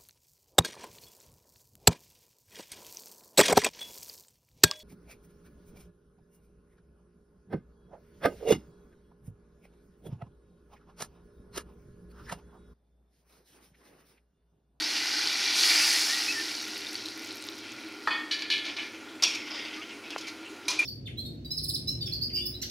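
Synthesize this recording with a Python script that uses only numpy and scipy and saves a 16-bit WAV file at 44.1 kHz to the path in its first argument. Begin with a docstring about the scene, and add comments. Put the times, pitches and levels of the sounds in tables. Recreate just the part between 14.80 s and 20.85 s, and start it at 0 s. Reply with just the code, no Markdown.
"""Vegetables sizzle in a steel pan over a gas burner in a small kitchen: coloured trains of tiny bursts.
Poured water makes the frying flare up as steam noise, gurgle (gliding tones) and die to a simmer.
The empty steel bowl is set down and rattles; a metal spatula knocks the pan, stirs and squeaks.
Blows excite decaying modes and a noisy clash; strokes rasp through moving resonances."""
import sys
import numpy as np
from scipy import signal
from scipy.fft import rfft, irfft
from scipy.io import wavfile

SR = 44100
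rng = np.random.default_rng(int(sys.argv[2]) if len(sys.argv) > 2 else 0)


def put_to_file(sound):
    """Save the sound as 16-bit audio at rate SR, in the file named by the first command-line argument."""
    columns = np.atleast_2d(sound).T  # one column per channel
    safe = np.clip(columns, -1, 1)
    whole_steps = np.round(safe * 32767)
    wavfile.write(sys.argv[1], SR, whole_steps.astype(np.int16))


N = 266805
TIME = np.arange(N) / SR
BAND_EDGE_HZ = 15900

# Oil fries steadily until water quenches it; frying dies faster once the pan's bottom is covered.
OIL_DB, QUENCH_S, COOLING_DB_PER_S = -29.1, 0.97, 10.5
COVERED_S, DROWNING_DB_PER_S = 2.6, 1.5
# Gushes of water, a first spill then the full stream. Each row: start in seconds, length in seconds,
# level in dB.
GUSHES = [(0.561, .13, -29), (0.716, 0.27, -23.1)]
FLARE_ATTACK_S, FLARE_FALL_DB_PER_S = 0.079, 25
# Fine, hissing mist from the full stream, before the spray colour.
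MIST_DB, MIST_ATTACK_S, MIST_LENGTH_S, MIST_FALL_DB_PER_S = -34, 0.095, 0.42, 29
# Levels relative to the oil or the flare.
OIL_SPRAY_DB, OIL_SPLASH_DB = -17, -13.5
STEAM_DB, STEAM_SPLASH_DB, STEAM_LAG_S = -8, -17, 0.077
# Steam hiss rises in pitch as water covers the hot metal.
STEAM_HZ, STEAM_RISE_HZ_PER_S, STEAM_RISE_S, STEAM_WIDTH_HZ = 4300, 1650, 0.6, 900
# Bands of the frying sputter independently.
SPUTTER_DB, SPUTTER_HZ = 1.5, 14
SIMMER_DB = -49
# Drips as the stream thins.
DRIBBLE_S, DRIBBLE_LENGTH_S = 1.5, 1.3
DRIP_DB, DRIP_FADE_DB_PER_S, DRIP_SPREAD_DB = -25, 6.5, 5
DRIP_HZ, DRIP_SAG_HZ_PER_S, DRIP_PITCH_SPREAD, DRIP_T60_S = 4640, 600, 0.18, 0.0094
# Droplets spit off the rim.
SPITS_PER_S, SPIT_DB, SPIT_ATTACK_S, SPIT_LENGTH_S, SPIT_FALL_DB_PER_S = 45, -53, .3, .9, 16
STROKE_ATTACK_S, STROKE_FALL_DB_PER_S = 0.018, 204
# The ringing blade slides into the gravy, whose weight pulls its modes down.
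SINK_START_S, SINK_TIME_S, SINK_HOLD_S = 4.434, .13, 0.023

# Spectral shapes of the sources. Each row: frequency in Hz, relative level in dB per Hz.
FRY_COLOUR = [(880, -86), (1450, -7), (1650, -19), (1940, -1.5), (2100, -11), (2330, -2), (2540, -9),
              (2770, 0), (3050, -3), (3500, -.5), (3900, .5), (4550, 4), (5100, 0.5), (5550, 0), (6050, -4),
              (6450, -12.5), (7700, -29), (11700, -31.5), (19800, -88)]
SPRAY_COLOUR = [(3820, -21.5), (6500, -3), (7700, -8), (11000, -8.5), (13800, -21), (15100, -15),
                (16000, -20)]
SPLASH_COLOUR = [(300, -39), (500, -14), (800, 0.5), (1150, -5.5), (1450, 0), (1900, 0), (2400, 2.5),
                 (3500, -41)]
SIMMER_COLOUR = [(900, -35), (1600, -3.5), (2300, 2.5), (3000, -3.5), (4300, -3.5), (5500, -7),
                 (7500, -16.5), (10500, -19), (14000, -29), (16000, -32)]
FLAME_COLOUR = [(25, -38), (45, -20), (88, -18.5), (104, -4), (130, -11), (162, -30.5), (215, -1), (310, 0),
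                (440, -3), (620, -8), (900, -7), (1600, -12.5), (2600, -12), (6000, -36)]
SPIT_COLOUR = [(1000, -25), (4000, 0), (7000, -7), (13500, -9), (16000, -18)]
BOWL_COLOUR = [(240, -38), (400, -13), (700, -14), (850, -6), (1400, -2), (1570, -11), (1800, 5),
               (2120, -20), (2500, -16), (3660, -18), (4600, -12), (5300, -24), (9000, -37), (14000, -44)]
RATTLE_COLOUR = [(650, -32), (1100, -18), (1450, -31), (1720, 2), (1900, -16), (2330, 2.5), (2620, -6.5),
                 (3010, -14), (3200, -7.5), (3900, -8.5), (4600, -10.5), (5580, -18), (6400, -17.5),
                 (7550, -27), (11200, -27), (16000, -55)]
STIR_COLOUR = [(350, -15), (600, -6), (1030, -4.5), (1220, -6.5), (1720, -6.5), (2050, 1.5), (2800, -2),
               (3600, -3.5), (4300, -9), (5000, -4), (6300, -13), (7500, -24), (9800, -33), (14000, -42)]
PAN_COLOUR = [(290, -19), (500, -11), (1080, -3), (1740, -9), (2430, 0.5), (2980, -4), (4030, -2.5),
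              (4660, -1), (5310, -5.5), (6330, -4), (7530, -11), (8830, -12.5), (9490, -11.5), (12000, -16),
              (16000, -34)]
# Resonances of burner and pan that the flame sings in. Each row: frequency in Hz, width in Hz,
# rms level in dB.
FLAME_MODES = [(313.3, 43.3, -49), (398.5, 8.1, -58.5), (833, 42, -77), (1176, 47, -82), (1409, 116, -55.5)]
# Air pockets ringing in the water. Each row: start in seconds, length in seconds, start pitch in Hz,
# end pitch in Hz, level in dB.
GURGLES = [(0.149, 0.053, 2880, 2560, -37), (0.336, 0.026, 1520, 1570, -36.5),
           (0.882, 0.043, 2260, 2350, -30), (0.99, 0.062, 2490, 2700, -34), (1.05, 0.061, 1780, 1800, -37),
           (1.119, .06, 1777, 1947, -35), (1.279, 0.073, 1740, 1920, -33.5), (1.324, 0.1, 1910, 1946, -39),
           (1.473, 0.053, 2500, 2640, -28.5), (1.526, 0.037, 1990, 1830, -37.5),
           (1.55, 0.079, 1796, 1794, -31.5), (4.971, .05, 1163, 1284, -46)]
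# Loudest drops of water. Each row: start in seconds, level in dB, pitch in Hz, T60 in seconds.
DROPS = [(0.451, -27, 4600, .006), (.473, -16.5, 4500, 0.019), (.523, -20, 4400, .006),
         (.61, -21, 5280, .012), (.68, -19, 4470, .015), (.793, -16, 4060, .015), (.835, -16, 4610, .025),
         (.905, -18, 4360, .025), (.958, -18, 4510, .025), (1.421, -23, 5220, .015),
         (1.462, -24, 5180, .015), (1.525, -20, 5100, 0.012), (1.752, -26.5, 5000, 0.014),
         (2.068, -28, 3640, 0.027), (2.154, -23.5, 4550, 0.026), (2.259, -25.5, 4100, 0.019),
         (2.508, -28.5, 4050, 0.009), (2.688, -24, 3850, 0.01)]
# Modes of ringing steel. Each row: frequency in Hz, relative level in dB, T60 in seconds.
BOWL_MODES = [(850, -15.5, 0.5), (970, -16, 0.4), (1200, -17, 0.38), (1400, -14, .25), (1836, -3.5, 0.72),
              (2220, -8.5, 0.58), (2480, -3.5, 0.33), (2500, -6, 0.22), (3030, -7, .24), (3300, -7.5, 0.57),
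              (3470, -7, 0.38), (4180, -12, .2), (4420, -6, 0.2), (4705, -6.5, 0.3)]
RATTLE_MODES = [(1736, -4, 0.53), (2150, -10, 0.82), (2360, -7, 0.54), (2384, -4.5, 0.45), (2660, -14, .32),
                (2960, 1, 0.26), (2960, -3.5, 0.14), (3350, -8, 0.4), (3420, -13, 0.26), (3763, -10, .25),
                (3950, -13, .22), (4005, -9, .25), (4160, -9, .22), (4260, -14, .16), (4370, -7, .17),
                (4670, -11, 0.31), (5450, -11, .15), (5690, -14, 0.26), (6300, -24, .2)]
PAN_MODES = [(1100, -12, 0.13), (2300, -8, 0.2), (2440, -4, 0.14), (2730, -10, 0.2), (2870, -12, .16),
             (3230, -6, .2), (3410, -3, 0.21), (3680, -9, 0.2), (4020, -10, 0.22), (4290, -8, .18),
             (4560, -3, 0.22), (4800, -2, 0.22), (5080, -3, .18), (5370, 5, 0.14), (5560, -2, 0.14),
             (5760, -3, .15), (6820, -11, 0.3)]
BLADE_MODES = [(988, -4.5, 0.27), (2400, 1, 0.26), (3310, -15, .5), (3990, -4, 0.33), (4200, -3, 0.14),
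               (5060, -2, .22), (5300, -3, .17), (5798, -6, 0.26), (6030, -2, 0.23), (6740, -9, 0.24),
               (9570, -3, 0.091)]
# Blows. Each row: start in seconds, ring level in dB, clash level in dB, clash T60 in seconds,
# frequency in Hz that the point of contact favours.
BOWL_HITS = [(3.273, -37, -19.5, 0.06, 1140), (3.283, -38, -33, 0.22, 1150),
             (3.306, -30, -34.5, 0.69, 3020), (3.324, -29.5, -41, 0.34, 2020)]
RATTLE_HITS = [(3.511, -27, -29.5, 0.17, 4660), (3.521, -30.5, -32.5, 0.34, 4800),
               (3.59, -38, -37, 0.2, 4600), (3.621, -40, -25.5, 0.033, 4600),
               (3.701, -34, -22, 0.064, 4050), (3.712, -24.5, -28, 0.13, 3800),
               (3.722, -27.5, -29, 0.38, 3700), (3.779, -35, -34, .08, 3600),
               (3.851, -44, -33.5, 0.1, 4400), (3.863, -39.5, -35, 0.1, 4300), (3.88, -42, -35, .12, 3300),
               (3.966, -39, -34, 0.07, 4400), (3.984, -36, -33, 0.1, 2470), (3.993, -40, -35, 0.046, 2600),
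               (4.022, -46, -39, 0.088, 4400)]
PAN_HITS = [(4.423, -31, -23, 0.2, 4600), (4.435, -23, -21, 0.056, 3070), (4.441, -35, -36, 0.18, 3250),
            (4.476, -46, -38, 0.4, 5500), (4.548, -46, -33.5, 0.09, 4800), (5.304, -44, -34, 0.04, 3200),
            (5.38, -47, -35, .08, 5000), (5.409, -47, -39, 0.055, 5000), (5.469, -50, -39.5, 0.1, 4320),
            (5.48, -50, -38, 0.13, 4320)]
BLADE_HITS = [(5.881, -25.5, -26, 0.09, 4400), (5.901, -34, -32, 0.2, 4300),
              (5.991, -42, -32.5, 0.11, 10000)]
# Strokes of the spatula. Each row: start in seconds, length in seconds, scrape level in dB,
# rasp level in dB, rasp start in Hz, rasp end in Hz, rasp width in Hz.
STROKES = [(3.831, 0.079, -40, -52, 2300, 2400, 400), (3.96, 0.073, -42, -46, 2410, 2250, 400),
           (4.47, .12, -43, -46, 3000, 2400, 900), (4.654, .05, -45, -59, 2800, 3100, 600),
           (4.696, 0.028, -44, -45, 5200, 4960, 800), (4.734, 0.034, -42, -49, 3800, 3500, 1400),
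           (4.776, .02, -43.5, -40, 1980, 2096, 360), (4.823, 0.025, -46, -50, 4900, 4650, 1000),
           (4.85, 0.032, -45, -47, 2900, 2650, 900), (4.925, .04, -45, -51, 3700, 2300, 600),
           (5.005, 0.03, -50, -51, 2600, 2980, 900), (5.084, 0.033, -49, -49, 3070, 2480, 900),
           (5.225, .04, -52, -49, 2300, 2500, 600), (5.3, .03, -46, -42, 2950, 2700, 350),
           (5.394, 0.085, -55, -48, 2400, 2200, 420), (5.645, 0.035, -68, -50, 2860, 2800, 300),
           (5.974, .07, -40.5, -38, 2510, 2490, 300)]
# Modes of the sinking blade. Each row: frequency in air in Hz, frequency sunk in Hz, width in Hz,
# level in dB, fall in dB per second.
SINKING_MODES = [(2740, 1980, 340, -34.5, 65), (3480, 3050, 260, -39, 102), (5700, 5250, 380, -37, 94)]
# Blade sticking and slipping on steel. Each row: start in seconds, length in seconds, pitch in Hz,
# level in dB.
SQUEAKS = [(4.4348, .008, 5625, -13), (4.4375, 0.002, 5470, -9), (5.988, 0.024, 2406, -17),
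           (6.018, 0.021, 2393, -27)]
# Dull tap close by. One row: centre in seconds, level in dB before the high-pass, time scale in seconds.
TAP = (5.3625, -16, 0.00019)
# Room decay. Each row: frequency in Hz, T60 in seconds.
ROOM_T60 = [(200, 0.45), (1500, 0.56), (5000, 0.51), (14000, 0.48)]


def amp(db):
    """Decibels to gain."""
    return 10 ** (np.asarray(db) / 20)


def unit(x):
    """Scales to rms 1."""
    return x / np.sqrt(np.mean(x ** 2) + 1e-20)


def read(points, hz):
    """Interpolates a spectrum table on a log-frequency axis."""
    f, value = np.transpose(points)
    return np.interp(np.log(hz + 1), np.log(f), value)


def add(mix, s, sound):
    """Mixes a sound in at s seconds."""
    part = mix[round(s * SR):][:len(sound)]
    part += sound[:len(part)]


def tint(x, colour):
    """Multiplies the spectrum of x by a colour, at rms 1."""
    gain = amp(read(colour, np.fft.rfftfreq(len(x), 1 / SR)))
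    return unit(irfft(rfft(x) * gain, len(x)))


def drift(rate_hz):
    """Low-passed noise of rms 1: a slow random wander."""
    hz = np.fft.rfftfreq(N, 1 / SR)
    return unit(irfft(rfft(rng.standard_normal(N)) / (1 + (hz / rate_hz) ** 4), N))


def resonate(x, hz, width_hz):
    """Steep resonance, fixed or moving, at rms 1: shift to 0 Hz, low-pass, shift back."""
    turn = np.exp(2j * np.pi * np.cumsum(hz * np.ones(N)) / SR)
    r = np.exp(-np.pi * width_hz / SR)
    return unit((turn * signal.lfilter([1], [1, -2 * r, r * r], x / turn)).real)


def swell(t, length_s, attack_s, fall_db_per_s):
    """Rises from t = 0, holds until length_s, then falls exponentially."""
    return np.clip(t / attack_s, 0, 1) * amp(-fall_db_per_s * np.maximum(t - length_s, 0))


def room(x, wet_db):
    """Adds the kitchen's echo: sparse reflections whose decay time varies with frequency."""
    t = TIME[:SR // 2]
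    taps = rng.standard_normal(len(t)) * (rng.random(len(t)) < 1 / 10) * (t > .003)
    hz, frame_s, z = signal.stft(taps, SR, nperseg=256)
    fall = amp(-60 * frame_s / read(ROOM_T60, hz)[:, None])
    tail = signal.istft(z * fall, SR, nperseg=256)[1]
    echo = signal.fftconvolve(x, tail / np.linalg.norm(tail))[:N]
    return (x + amp(wet_db) * echo) / np.hypot(1, amp(wet_db))


def crackle(per_s, spread_db, cycles, count=60000):
    """Tiny bubbles burst at random, each a damped sine at its own pitch; a few are large."""
    when, pitch, chance, size, phase = rng.random((count, 5)).T
    at = (when * N).astype(int)
    rate = (per_s * np.ones(N))[at]
    # Dividing by root rate keeps the power steady as the density varies.
    size = amp(spread_db * np.minimum(-np.log(size), 4)) / np.sqrt(rate)
    hz = 600 + 14400 * pitch
    burst = chance < rate * N / SR / count
    at, hz, size, phase = (column[burst, None] for column in (at, hz, size, phase))
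    age = np.arange(96)  # samples
    damping = np.minimum(hz, SR / 8) / cycles
    envelope = size * np.sqrt(damping) * np.exp(-damping * age / SR)
    rings = envelope * np.sin(2 * np.pi * (hz * age / SR + phase))
    return unit(np.bincount((at + age).ravel(), rings.ravel(), N)[:N])


def flare(t):
    """Each gush of water flashes into steam on the hot pan; powers add."""
    power = 0
    for s, length_s, db in GUSHES:
        power = power + (amp(db) * swell(t - s, length_s, FLARE_ATTACK_S, FLARE_FALL_DB_PER_S)) ** 2
    return np.sqrt(power)


def sputter(x, count=10):
    """Neighbouring bands of pitch swell and sink independently."""
    spectrum, place = rfft(x), np.log1p(np.fft.rfftfreq(N, 1 / SR))
    centres = np.log(np.geomspace(1400, 7000, count))
    out = np.zeros(N)
    for band in np.eye(count):
        part = irfft(spectrum * np.interp(place, centres, band), N)
        out += part * amp(SPUTTER_DB * drift(SPUTTER_HZ))
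    return unit(out)


def frying():
    """Bursts crowd together in hot oil, flare up with the water and thin out as it cools the pan."""
    oil = amp(OIL_DB - COOLING_DB_PER_S * np.maximum(TIME - QUENCH_S, 0))
    gush, late_gush = flare(TIME), flare(TIME - STEAM_LAG_S)
    level_db = 20 * np.log10(np.hypot(oil, gush))
    bursts_per_s = 6000 * amp(.6 * np.clip(level_db + 31.5, -25, 5))
    bursts = room(crackle(bursts_per_s, spread_db=2.0, cycles=1.58), wet_db=-3)

    body_level = np.hypot(oil, amp(-1.5) * gush) * amp(-2.0 + .4 * drift(27))
    body = body_level * sputter(tint(bursts, FRY_COLOUR))

    stream_age = TIME - GUSHES[-1][0]
    steam_hz = STEAM_HZ + STEAM_RISE_HZ_PER_S * np.clip(stream_age, 0, STEAM_RISE_S)
    steam = amp(STEAM_DB) * late_gush * resonate(rng.standard_normal(N), steam_hz, STEAM_WIDTH_HZ)

    mist = amp(MIST_DB) * swell(stream_age, MIST_LENGTH_S, MIST_ATTACK_S, MIST_FALL_DB_PER_S)
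    spray = np.hypot(amp(OIL_SPRAY_DB) * oil, mist) * tint(bursts, SPRAY_COLOUR)
    splash_level = np.hypot(amp(OIL_SPLASH_DB) * oil, amp(STEAM_SPLASH_DB) * late_gush)
    splash = splash_level * tint(bursts, SPLASH_COLOUR)

    drowning = amp(-DROWNING_DB_PER_S * np.maximum(TIME - COVERED_S, 0))
    return drowning * (body + steam + spray + splash)


def simmer():
    """Sparse soft bubbling at the edge of the gravy."""
    bursts = room(crackle(1500, spread_db=4.5, cycles=1.9), wet_db=6.5)
    return amp(SIMMER_DB + 0.46 * drift(9.9)) * tint(bursts, SIMMER_COLOUR)


def burner():
    """The flame's steady rush and the hollow notes it excites under the pan."""
    out = amp(-50.5) * tint(rng.standard_normal(N), FLAME_COLOUR)
    for hz, width_hz, db in FLAME_MODES:
        out += amp(db) * resonate(rng.standard_normal(N), hz, width_hz)
    return out


def dribble(count=30):
    """Rows like DROPS for the stream breaking up, softer and lower as the gravy deepens."""
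    when, size, pitch = rng.random((count, 3)).T
    age = DRIBBLE_LENGTH_S * (np.arange(count) + when) / count
    db = DRIP_DB - DRIP_FADE_DB_PER_S * age - DRIP_SPREAD_DB * size
    hz = (DRIP_HZ - DRIP_SAG_HZ_PER_S * age) * (1 + DRIP_PITCH_SPREAD * (pitch - .5))
    return [(DRIBBLE_S + a, level, f, DRIP_T60_S) for a, level, f in zip(age, db, hz)]


def water():
    """Wavering notes of trapped air, and drops that snap and ring briefly."""
    notes, drops, waver = np.zeros(N), np.zeros(N), drift(90)
    for s, length_s, start_hz, end_hz, db in GURGLES:
        size = round(length_s * SR)
        hz = np.linspace(start_hz, end_hz, size) * (1 + 0.0066 * waver[round(s * SR):][:size])
        note = np.sin(2 * np.pi * np.cumsum(hz) / SR)
        add(notes, s, amp(db) * signal.windows.tukey(size, .5) * note)
    t = TIME[:SR // 20]
    for s, db, hz, t60_s in list(DROPS) + dribble():
        snap = 0.47 * tint(rng.standard_normal(len(t)), FRY_COLOUR) * np.exp(-t / 0.0011)
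        ring = np.sin(2 * np.pi * hz * t) * amp(-60 * t / t60_s)
        add(drops, s, amp(db) * (ring + snap) * (1 - np.exp(-t / .0001)))
    return room(notes * amp(1 * drift(40)) + drops, wet_db=-19)


def spits():
    """As the hiss thins out, single droplets spit off the hot rim."""
    ticks = room(crackle(SPITS_PER_S, spread_db=3.5, cycles=1.2), wet_db=-10)
    level = amp(SPIT_DB) * swell(TIME - DRIBBLE_S, SPIT_LENGTH_S, SPIT_ATTACK_S, SPIT_FALL_DB_PER_S)
    return level * tint(ticks, SPIT_COLOUR)


def struck(hits, modes, colour, treble_hz, echo_db, echo_t60, favour_db, beat, size=32768):
    """Each blow feeds the clear modes, and a clash of dense, short ones that lingers in the room."""
    out, t = np.zeros(N), TIME[:size]
    hz, db, t60_s = np.transpose(modes)
    energy = np.zeros((len(hz), N))
    decay, rise = amp(-60 * t / t60_s[:, None]), 1 - np.exp(-t / 0.0007)
    low_pass = signal.butter(2, min(treble_hz, SR / 3), fs=SR, output="sos")
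    for s, ring_db, clash_db, clash_t60_s, contact_hz in hits:
        favour = [(contact_hz / 2, 0), (contact_hz, favour_db), (contact_hz * 2, 0)]
        weight = amp(db + read(favour, hz))
        gains = amp(ring_db) * weight / np.linalg.norm(weight)
        for stored, gain, fall in zip(energy, gains, decay):
            add(stored, s, (gain * fall * rise) ** 2)
        dense = tint(tint(rng.standard_normal(size), colour), favour)
        dull = np.roll(signal.sosfilt(low_pass, dense), size // 2)  # rolled to decorrelate
        clash = dense * amp(-60 * t / clash_t60_s) + dull * amp(echo_db - 60 * t / echo_t60)
        add(out, s, amp(clash_db) * clash * rise)
    # Round vessels ring in close pairs of modes, which beat.
    for stored, f in zip(energy, hz):
        live = stored > 0
        split, start, twin_start = rng.random(3)
        twin_hz = f + 12 + 30 * split
        mode = np.sin(2 * np.pi * (f * TIME[live] + start))
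        twin = np.sin(2 * np.pi * (twin_hz * TIME[live] + twin_start))
        out[live] += np.sqrt(2 * stored[live]) * (mode + beat * twin) / np.hypot(1, beat)
    return out


def bowl():
    """The empty bowl lands on the counter, then rattles as it is pushed into place."""
    landing = struck(BOWL_HITS, BOWL_MODES, BOWL_COLOUR, treble_hz=3100,
                     echo_db=-13.0, echo_t60=0.6, favour_db=7.0, beat=0.51)
    rattle = struck(RATTLE_HITS, RATTLE_MODES, RATTLE_COLOUR, treble_hz=5000,
                    echo_db=-10.5, echo_t60=0.48, favour_db=10.5, beat=0.56)
    return landing + rattle


def stirring():
    """Each stroke drags grit under the blade, which rasps at a pitch that glides as it moves."""
    grit = room(crackle(2200, spread_db=3.5, cycles=2.6), wet_db=4.5)
    grit *= amp(1.1 * drift(40))
    scrape, out = tint(grit, STIR_COLOUR), np.zeros(N)
    for s, length_s, scrape_db, rasp_db, start_hz, end_hz, width_hz in STROKES:
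        rasp_hz = np.interp(TIME, [s, s + length_s], [start_hz, end_hz])
        rasp = resonate(grit, rasp_hz, width_hz)
        stroke = swell(TIME - s, length_s, STROKE_ATTACK_S, STROKE_FALL_DB_PER_S)
        out += stroke * (amp(scrape_db) * scrape + amp(rasp_db) * rasp)
    return out


def spatula():
    """Knocks on the pan, the blade ringing as it is let go, and its strokes through the vegetables."""
    knocks = struck(PAN_HITS, PAN_MODES, PAN_COLOUR, treble_hz=7100,
                    echo_db=-14.0, echo_t60=0.7, favour_db=9.0, beat=0.91)
    clang = struck(BLADE_HITS, BLADE_MODES, PAN_COLOUR, treble_hz=7000,
                   echo_db=-7, echo_t60=0.71, favour_db=3.5, beat=0.77)
    return knocks + clang + sinking() + stirring()


def sinking():
    """The blade skids down the pan's wall; its ring slides down and fades as it dips into the gravy."""
    dry_share = np.exp(-np.maximum(TIME - SINK_START_S, 0) / SINK_TIME_S)
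    out = np.zeros(N)
    for air_hz, sunk_hz, width_hz, db, fall_db_per_s in SINKING_MODES:
        hz = sunk_hz + (air_hz - sunk_hz) * dry_share
        ring = resonate(rng.standard_normal(N), hz, width_hz)
        out += amp(db) * swell(TIME - SINK_START_S, SINK_HOLD_S, STROKE_ATTACK_S, fall_db_per_s) * ring
    return out


def squeaks():
    """Stick-slip locks onto one mode of the blade for a moment."""
    out = np.zeros(N)
    for s, length_s, hz, db in SQUEAKS:
        t = TIME[:round(length_s * SR)]
        add(out, s, amp(db) * signal.windows.tukey(len(t), .4) * np.sin(2 * np.pi * hz * t))
    return room(out * amp(.8 * drift(200)), wet_db=-10.5)


def tap():
    """One push and pull of air, with no ring."""
    s, db, scale_s = TAP
    u = (TIME - s) / scale_s
    pulse = -amp(db) * np.pi * u / (1 + u * u / 2) ** 2 / 2
    return signal.sosfilt(signal.butter(2, 360, "highpass", fs=SR, output="sos"), pulse)


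def scene():
    """Sums all sources, identical in both channels."""
    cooking = frying() + simmer() + burner() + water() + spits()
    mix = cooking + bowl() + spatula() + squeaks() + tap()
    return np.array([mix, mix])


def record(dry):
    """Limits the band with a steep linear-phase low-pass."""
    low_pass = signal.firwin(511, BAND_EDGE_HZ, window=("kaiser", 9), fs=SR)
    return signal.oaconvolve(dry, low_pass[None], "same")


dry = scene()
out = record(dry)
put_to_file(out)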